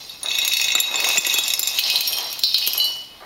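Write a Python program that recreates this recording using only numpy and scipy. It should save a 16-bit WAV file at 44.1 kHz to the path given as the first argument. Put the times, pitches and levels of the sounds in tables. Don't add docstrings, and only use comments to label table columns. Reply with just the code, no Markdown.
import sys
import numpy as np
from scipy import signal
from scipy.fft import rfft, irfft, next_fast_len
from scipy.io import wavfile

SR = 44100
rng = np.random.default_rng(int(sys.argv[2]) if len(sys.argv) > 2 else 0)


def waveform_to_disk(signal):
    frames = np.transpose(np.atleast_2d(signal))
    scaled = np.clip(frames, -1, 1) * 32767
    samples = np.round(scaled).astype(np.int16)
    wavfile.write(sys.argv[1], SR, samples)


N = 143325
TOP_HZ = 15750

RING_EDGES_HZ = [3500, 4750, 9000]


def amp(db):
    return 10 ** (np.asarray(db) / 20)


def unit(x):
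    return x / np.sqrt(np.mean(x ** 2) + 1e-20)


def unit_onset(x):
    return x / np.sqrt(np.mean(x[:SR // 50] ** 2) + 1e-20)


def along(points, hz):
    point_hz, values = np.transpose(points)
    return np.interp(np.log(hz + 1), np.log(point_hz + 1), values)


def envelope(rows):
    time_s, db = np.transpose(rows)
    return amp(np.interp(np.arange(N) / SR, time_s, db))


def coloured(x, spectrum):
    size = 4096
    gain = amp(along(spectrum, np.fft.rfftfreq(size, 1 / SR)))
    cepstrum = irfft(np.log(gain))
    cepstrum[1:size // 2] *= 2
    cepstrum[size // 2 + 1:] = 0
    response = irfft(np.exp(rfft(cepstrum)))
    return signal.fftconvolve(x, response)[:len(x)]


def fade(t, t60_s):
    return np.exp(-np.log(1000) * t / t60_s)


def add(track, start_s, x):
    part = track[max(round(start_s * SR), 0):][:len(x)]
    part += x[:len(part)]


def contacts(per_s, spread_db):
    chance, size = rng.random(N), rng.standard_normal(N)
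    return (chance < per_s / SR) * amp(spread_db * np.clip(size, -2, 2))


def contact_noise(hits, spectrum, t60_s):
    energy = signal.fftconvolve(hits ** 2, fade(np.arange(SR // 10) / SR, t60_s) ** 2)[:N]
    return unit(coloured(np.sqrt(np.abs(energy)) * rng.standard_normal(N), spectrum))


def fine_ticks(hits, spectrum, t60_s):
    out, t = np.zeros(N), np.arange(SR // 25) / SR
    pitch_hz = TOP_HZ * rng.random(N)
    for i in np.flatnonzero(hits):
        add(out, i / SR, hits[i] * np.sin(2 * np.pi * pitch_hz[i] * t) * fade(t, t60_s))
    return unit(coloured(out, spectrum))


def burst(spectrum, t60_s):
    t = np.arange(SR // 8) / SR
    return unit_onset(coloured(rng.standard_normal(len(t)) * fade(t, t60_s), spectrum))


def board():
    # time_s, relative_db
    roll_levels = [(0, -47.5), (.19, -53.5), (.25, -33.5), (.31, -40.5), (.75, -41), (.84, -37), (.91, -35),
                   (1.05, -29), (1.17, -32.5), (1.22, -36.5), (1.33, -36), (1.45, -36.5), (1.63, -41),
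                   (1.95, -38), (2.04, -41), (2.17, -32.5), (2.3, -40.5), (2.5, -52), (2.75, -37.5),
                   (3.08, -52), (3.22, -41)]
    tick_levels = [(0.0, -41.5), (0.24, -47), (0.6, -28.5), (0.81, -45), (1.09, -25.5), (1.21, -27),
                   (1.62, -29), (1.95, -27), (2.41, -39.5), (2.78, -28.5), (3.0, -41), (3.25, -73)]
    # frequency_hz, gain_db
    roll_spectrum = [(100, -64.5), (230, -9), (340, -3.5), (750, 4), (1100, 2.5), (1550, -5.5), (2100, -2),
                     (4000, -47), (9000, -45)]
    tick_spectrum = [(1500, -23), (5000, 19.5), (6800, 8.5), (8400, 3), (9400, 1.5), (10000, 1.5),
                     (11400, -1), (12700, 4), (14000, 4), (15600, -2)]
    knock_spectrum = [(80, -65), (220, -1), (360, 18), (800, 5.5), (1500, 10), (3000, -31)]
    thud_spectrum = [(20, 15), (70, 1.5), (200, 8.5), (400, -8), (1500, -79)]
    # start_s, knock_relative_db, thud_db
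    knocks = [(0.7514, -20.5, -65), (0.803, -33, -66), (1.044, -25, -55), (1.18, -22, -32),
              (1.268, -26, -56), (1.34, -24, -63), (1.387, -20.5, -66), (1.595, -29, -59),
              (1.956, -42, -72), (2.4355, -32, -59), (2.544, -33, -67), (2.674, -29.5, -65)]
    rumble = contact_noise(contacts(per_s=270, spread_db=6), roll_spectrum, t60_s=0.17)
    ticking = fine_ticks(contacts(per_s=5000, spread_db=6.5), tick_spectrum, t60_s=0.006)
    out = amp(-1) * envelope(roll_levels) * rumble + envelope(tick_levels) * ticking
    for start_s, knock_db, thud_db in knocks:
        add(out, start_s, amp(knock_db - 7.5) * burst(knock_spectrum, t60_s=0.028))
        add(out, start_s, amp(thud_db) * burst(thud_spectrum, t60_s=0.048))
    return out


def rattle(modes, per_s, spread_db, t60_scale, tilt_db_per_octave, hiss_db):
    # frequency_hz, gain_db
    hiss_spectrum = [(1500, -16.5), (2100, 6.5), (2650, 9.5), (3100, 13), (3700, 19.5), (4500, -14),
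                     (5400, -2), (6100, -58), (7000, -10), (8500, -66)]
    hits, t = contacts(per_s, spread_db), np.arange(SR // 2) / SR
    ring = np.zeros(N)
    for hz, db, base_t60_s in modes:
        force = hits * rng.standard_normal(N)
        response = np.sin(2 * np.pi * hz * t) * fade(t, t60_scale * base_t60_s)
        ring += amp(db + tilt_db_per_octave * np.log2(hz)) * unit(signal.oaconvolve(force, response)[:N])
    hiss = contact_noise(hits, hiss_spectrum, t60_s=0.03)
    return unit(unit(ring) + amp(hiss_db) * hiss)


def attack(t):
    return 1 - np.exp(-t / 0.00017)


def impacts(strikes, modes, edges_hz, crack_gain_db, crack_t60_s, t60_scale, prompt_db, prompt_t60_s):
    # frequency_hz, gain_db
    crack_spectrum = [(300, -81), (1500, -21.5), (2500, -0.5), (4000, 3.5), (6800, 4.5), (8500, -3),
                      (9400, -1), (12500, -19.5), (14000, -19), (15600, 8)]
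    out, t = np.zeros(N), np.arange(int(SR * .7)) / SR
    hz, db, base_t60_s = np.transpose(modes)
    group = np.searchsorted(edges_hz, hz)
    prompt = 1 + amp(prompt_db) * fade(t, prompt_t60_s)
    decay = fade(t, t60_scale * base_t60_s[:, None]) * prompt
    rings = np.exp(2j * np.pi * hz[:, None] * t) * decay * attack(t)
    for start_s, *group_levels_db, crack_db in strikes:
        strength = amp(db + 2.5 * rng.standard_normal(len(hz)))
        weight = strength * np.exp(2j * np.pi * rng.random(len(hz)))
        for k, group_db in enumerate(group_levels_db):
            ring = (weight[group == k] @ rings[group == k]).real
            add(out, start_s, amp(group_db) * unit_onset(ring))
        add(out, start_s, amp(crack_db + crack_gain_db) * burst(crack_spectrum, crack_t60_s))
    return out


def between(modes, low_hz, high_hz):
    return [mode for mode in modes if low_hz < mode[0] < high_hz]


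def purest_cylinder():
    # pitch_hz, relative_db, base_t60_s
    modes = [(2958, 0, .95), (3015, -9, .85), (4070, 0, .55), (4430, -10, .55), (4527, -7, .85),
             (4829, -8, .5), (5520, -1, .7), (5595, -1, .75), (6659, -14, .3), (9146, -6, .2),
             (10710, -7, .3), (11490, -3, .06), (12730, 2, .3), (13050, -2, .25), (13860, -3, .23)]
    # start_s, low_db, main_db, upper_db, top_db, crack_relative_db
    strikes = [(2.075, -57, -46, -33, -25.5, -27), (2.778, -23, -30, -39, -29, -39),
               (2.788, -30, -47, -49, -57, -60), (2.800, -22.5, -16.5, -59, -69, -67),
               (2.843, -55, -20.5, -34, -30, -31)]
    # time_s, level_db
    scrape_levels = [(1.95, -94), (2.09, -26.5), (2.4, -38.5), (2.7, -39), (2.9, -36.5), (3.15, -62)]
    linger = rattle(between(modes, 3500, 7000), per_s=350, spread_db=1,
                    t60_scale=0.45, tilt_db_per_octave=-19, hiss_db=-35)
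    linger *= amp(-34.5) * fade(np.arange(N) / SR, t60_s=1)
    scrape = rattle(between(modes, 5200, 15000), per_s=170, spread_db=5.5,
                    t60_scale=0.12, tilt_db_per_octave=-11, hiss_db=-21)
    clinks = impacts(strikes, modes, RING_EDGES_HZ, crack_gain_db=1, crack_t60_s=0.014,
                     t60_scale=0.64, prompt_db=-6, prompt_t60_s=0.17)
    return linger + scrape * envelope(scrape_levels) + clinks


def dry_cylinders():
    # pitch_hz, relative_db, base_t60_s
    modes = [(1949, -14, .2), (2128, -10.5, .22), (2208, -13.5, .2), (2540, -3, .16), (2615, -2, .11),
             (2670, -5, .1), (2776, -8, .07), (3450, -10, .08), (3554, -2, .16), (3670, -3, .15),
             (3817, 4, .22), (4160, -16, .12), (4408, -7, .18), (5120, -13, .13), (5460, -11, .1),
             (5620, -7, .12), (6148, -12, .11), (6595, -6, .11), (6950, -12, .06), (7232, -13, .09),
             (10100, -24, .04), (10630, -23, .04), (11290, -19, .11), (11850, -19, .03), (12320, -21, .03),
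             (12550, -20, .045)]
    edges_hz = [3100, 4700, 7100, 9000]
    # start_s, low_db, main_db, upper_db, ping_db, top_db, crack_relative_db
    strikes = [(0.095, -68, -31, -68, -67, -46, -69), (0.231, -54, -32.5, -41, -62, -47, -33),
               (0.259, -35, -23, -36, -54, -61, -46), (0.285, -46, -20.5, -37, -55, -63, -41),
               (0.315, -52, -19, -32, -50, -65, -60), (0.352, -38, -19, -49, -48, -64, -40),
               (0.386, -26, -19, -50, -34, -31.5, -30), (0.417, -41, -21.5, -42, -34, -60, -41),
               (0.449, -27, -23, -26, -37, -33, -22), (0.478, -23.5, -16.5, -21, -26, -22, -22),
               (0.52, -25.5, -23, -28, -39, -59, -47), (0.5355, -21.5, -13, -19.5, -42, -29, -19.5),
               (0.569, -22.5, -21, -24, -32.5, -27.5, -28), (0.598, -22, -21.5, -31, -42, -52, -34),
               (0.614, -21, -30, -24, -43, -35, -25.5), (0.642, -27, -23, -22.5, -47, -40, -26),
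               (0.683, -24, -20.5, -55, -33, -44, -34), (0.704, -25, -22, -43, -35, -65, -55),
               (0.72, -24, -27, -22.5, -36, -51, -33), (0.7515, -24, -15.5, -46, -18.5, -32, -31),
               (0.781, -22, -30, -53, -53, -67, -54), (0.802, -34, -15.5, -59, -14.5, -18, -20),
               (0.942, -27.5, -22.5, -31, -38.0, -57, -58), (0.957, -32, -27, -77, -22.5, -62, -44),
               (1.002, -25, -59, -33, -46, -36.0, -26), (1.043, -18, -25.5, -27.5, -40, -40, -21.5),
               (1.088, -25.5, -56, -35, -51, -28, -18.5), (1.173, -17, -34, -22, -50, -45, -52),
               (1.181, -22, -34, -25, -8, -25.5, -17.5), (1.248, -19, -21, -26, -40, -39, -39),
               (1.267, -34, -30, -26, -23, -25.5, -21), (1.297, -48, -20.5, -28, -36, -54, -49),
               (1.341, -40, -23, -50, -20, -24, -24.5), (1.386, -87, -17.5, -38, -16.5, -24, -18.5),
               (1.436, -45, -29, -33, -24.5, -38, -45.0), (1.48, -53, -41, -30.0, -27, -30, -24),
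               (1.503, -28, -21.5, -29, -29, -35, -40.0), (1.537, -24, -20, -17.5, -26, -23, -25),
               (1.594, -33, -46, -27, -22, -18.5, -18), (1.63, -31, -23.5, -40, -18, -29, -33),
               (1.673, -30, -23, -26, -21.5, -27, -29)]
    # time_s, level_db
    chatter_levels = [(0.2, -44.5), (0.3, -25.5), (0.37, -20.5), (0.46, -21.5), (0.6, -26.5), (0.774, -25),
                      (0.84, -23.5), (1.0, -23.5), (1.165, -20.5), (1.21, -28), (1.32, -21), (1.45, -17.5),
                      (1.58, -35.5), (1.75, -20.5), (2.1, -34), (2.4, -67)]
    chatter = rattle(modes, per_s=300, spread_db=5.5, t60_scale=1.15, tilt_db_per_octave=0.5, hiss_db=-14)
    clacks = impacts(strikes, modes, edges_hz, crack_gain_db=3, crack_t60_s=0.026,
                     t60_scale=0.82, prompt_db=5, prompt_t60_s=0.06)
    return clacks + chatter * envelope(chatter_levels)


def ringing_tones():
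    # start_s, pitch_hz, level_db, t60_s
    tones = [(0.232, 9450, -17.5, .036), (1.267, 3668, -18, .17), (1.297, 2546, -19, .15),
             (1.297, 3668, -20, .15), (1.359, 2548, -16, .12), (1.503, 3666, -21, .12),
             (1.537, 2540, -15, .04), (1.537, 5184, -21, .45), (1.594, 5143, -18, .07),
             (1.793, 4212, -21, .4), (2.075, 5540, -9, .036), (2.4355, 5230, -18, .6),
             (2.4355, 4011, -22, .8), (2.49, 3733, -23, .35), (2.612, 5208, -23, .3),
             (2.778, 11550, -12.5, .036)]
    out, t = np.zeros(N), np.arange(SR) / SR
    for start_s, hz, db, t60_s in tones:
        add(out, start_s, amp(db) * np.sin(2 * np.pi * hz * t) * attack(t) * fade(t, t60_s))
    return out


def jams():
    # start_s, start_hz, level_db
    jam_contacts = [(.802, 3550, -25), (.957, 3530, -17), (1.181, 3470, -8), (1.341, 3360, -11),
                    (1.386, 3320, -5.5), (1.436, 3460, -21)]
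    free_hz, ease_s = 3720, .055
    out, t = np.zeros(N), np.arange(SR) / SR
    for start_s, start_hz, db in jam_contacts:
        hz = free_hz + (start_hz - free_hz) * np.exp(-t / ease_s)
        tone = np.sin(2 * np.pi * np.cumsum(hz) / SR)
        add(out, start_s, amp(db) * tone * attack(t) * fade(t, t60_s=.09))
    return out


def ringing_cylinders():
    # pitch_hz, relative_db, base_t60_s
    modes = [(2541, -6, .25), (2780, -11, .2), (2900, -8, .25), (2957, -9, .3), (3060, -9, .2),
             (3156, -2, .3), (3246, -6, .25), (3397, -9, .25), (3660, -7, .3), (3733, -7, .25),
             (3808, -5, .3), (4012, 0, .5), (4070, -9, .4), (4169, -4, .35), (4214, 1, .45), (4295, -5, .3),
             (4355, -3, .4), (4440, -3, .4), (4523, -6, .45), (4680, -8, .25), (4829, -10, .4),
             (4904, -8, .25), (4980, -6, .33), (5233, -8, .42), (5520, -14, .25), (5595, -13, .25),
             (10710, -25, .2), (11720, -24, .06), (12400, -23, .08), (12730, -19, .14), (13050, -22, .14),
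             (13850, -23, .12), (14200, -25, .12)]
    # start_s, low_db, main_db, upper_db, top_db, crack_relative_db
    strikes = [ (1.787, -18.5, -19, -39, -34, -54), (1.793, -20, -23, -39, -23, -21.5),
               (1.838, -43, -20, -21.5, -56, -45), (1.9, -22, -26, -24.5, -34, -27),
               (1.9575, -24, -16.5, -38, -31, -31.5), (2.008, -27.5, -46, -56, -27.5, -27.5),
               (2.13, -25, -28, -55, -36, -33), (2.185, -25.5, -53, -40, -34, -32),
               (2.328, -33.5, -65, -50, -34, -34), (2.392, -40, -35, -50, -36.5, -30),
               (2.4355, -30, -12, -18.5, -33, -24.5), (2.5437, -23.5, -12, -21, -38, -32.5),
               (2.582, -34, -42, -37, -33, -28.5), (2.665, -28.5, -49.5, -46, -30, -36),
               (2.674, -23.5, -35, -42, -22.5, -23), (2.733, -27.5, -43.0, -31, -27, -36)]
    # time_s, level_db
    chatter_levels = [(1.55, -85), (1.68, -49), (1.82, -21), (1.976, -23.5), (2.222, -30.5), (2.41, -36),
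                      (2.63, -21), (2.772, -33), (3.066, -45.5), (3.25, -50)]
    chatter = rattle(modes, per_s=300, spread_db=5, t60_scale=.75, tilt_db_per_octave=-0.5, hiss_db=-10)
    chimes = impacts(strikes, modes, RING_EDGES_HZ, crack_gain_db=5, crack_t60_s=0.029,
                     t60_scale=0.55, prompt_db=2, prompt_t60_s=0.014)
    return chimes + chatter * envelope(chatter_levels)


def reverberation(x):
    # frequency_hz, t60_s
    decay_times = [(200, 0.033), (3000, 0.72), (7000, 0.19), (15000, .18)]
    hz, t, noise = signal.stft(rng.standard_normal(SR // 2), SR, nperseg=256)
    decay = fade(t, along(decay_times, hz)[:, None])
    tail = signal.istft(noise * decay, SR, nperseg=256)[1]
    delayed = np.pad(x, (SR // 200, 0))
    return signal.fftconvolve(delayed, tail / np.linalg.norm(tail))[:N]


def scene():
    # frequency_hz, gain_db
    air_spectrum = [(20, -4), (60, -2), (130, 1), (250, -1.5), (700, -8), (1600, -11), (4000, -8.5),
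                    (8000, -18.5), (16000, -19)]
    cylinders = dry_cylinders() + ringing_cylinders() + purest_cylinder() + ringing_tones() + jams()
    wheel = cylinders + board()
    air = amp(-49) * unit(coloured(rng.standard_normal(N), air_spectrum))
    return (wheel + amp(-10.5) * reverberation(wheel) + air)[None]


def record(dry):
    notched = coloured(dry[0], [(7400, -2), (7700, -6), (7900, -35), (8100, -1.5), (8400, 1)])
    ceiling_db, release_db_per_s = -2, 65
    recovery_db = release_db_per_s * np.arange(N) / SR
    excess_db = np.maximum(20 * np.log10(np.abs(notched) + 1e-9) - ceiling_db, 0)
    limited = notched * amp(recovery_db - np.maximum.accumulate(excess_db + recovery_db))
    size = next_fast_len(N + SR // 4)
    passband = np.fft.rfftfreq(size, 1 / SR) < TOP_HZ
    return irfft(rfft(limited, size) * passband, size)[None, :N]


dry = scene()
out = record(dry)
waveform_to_disk(out)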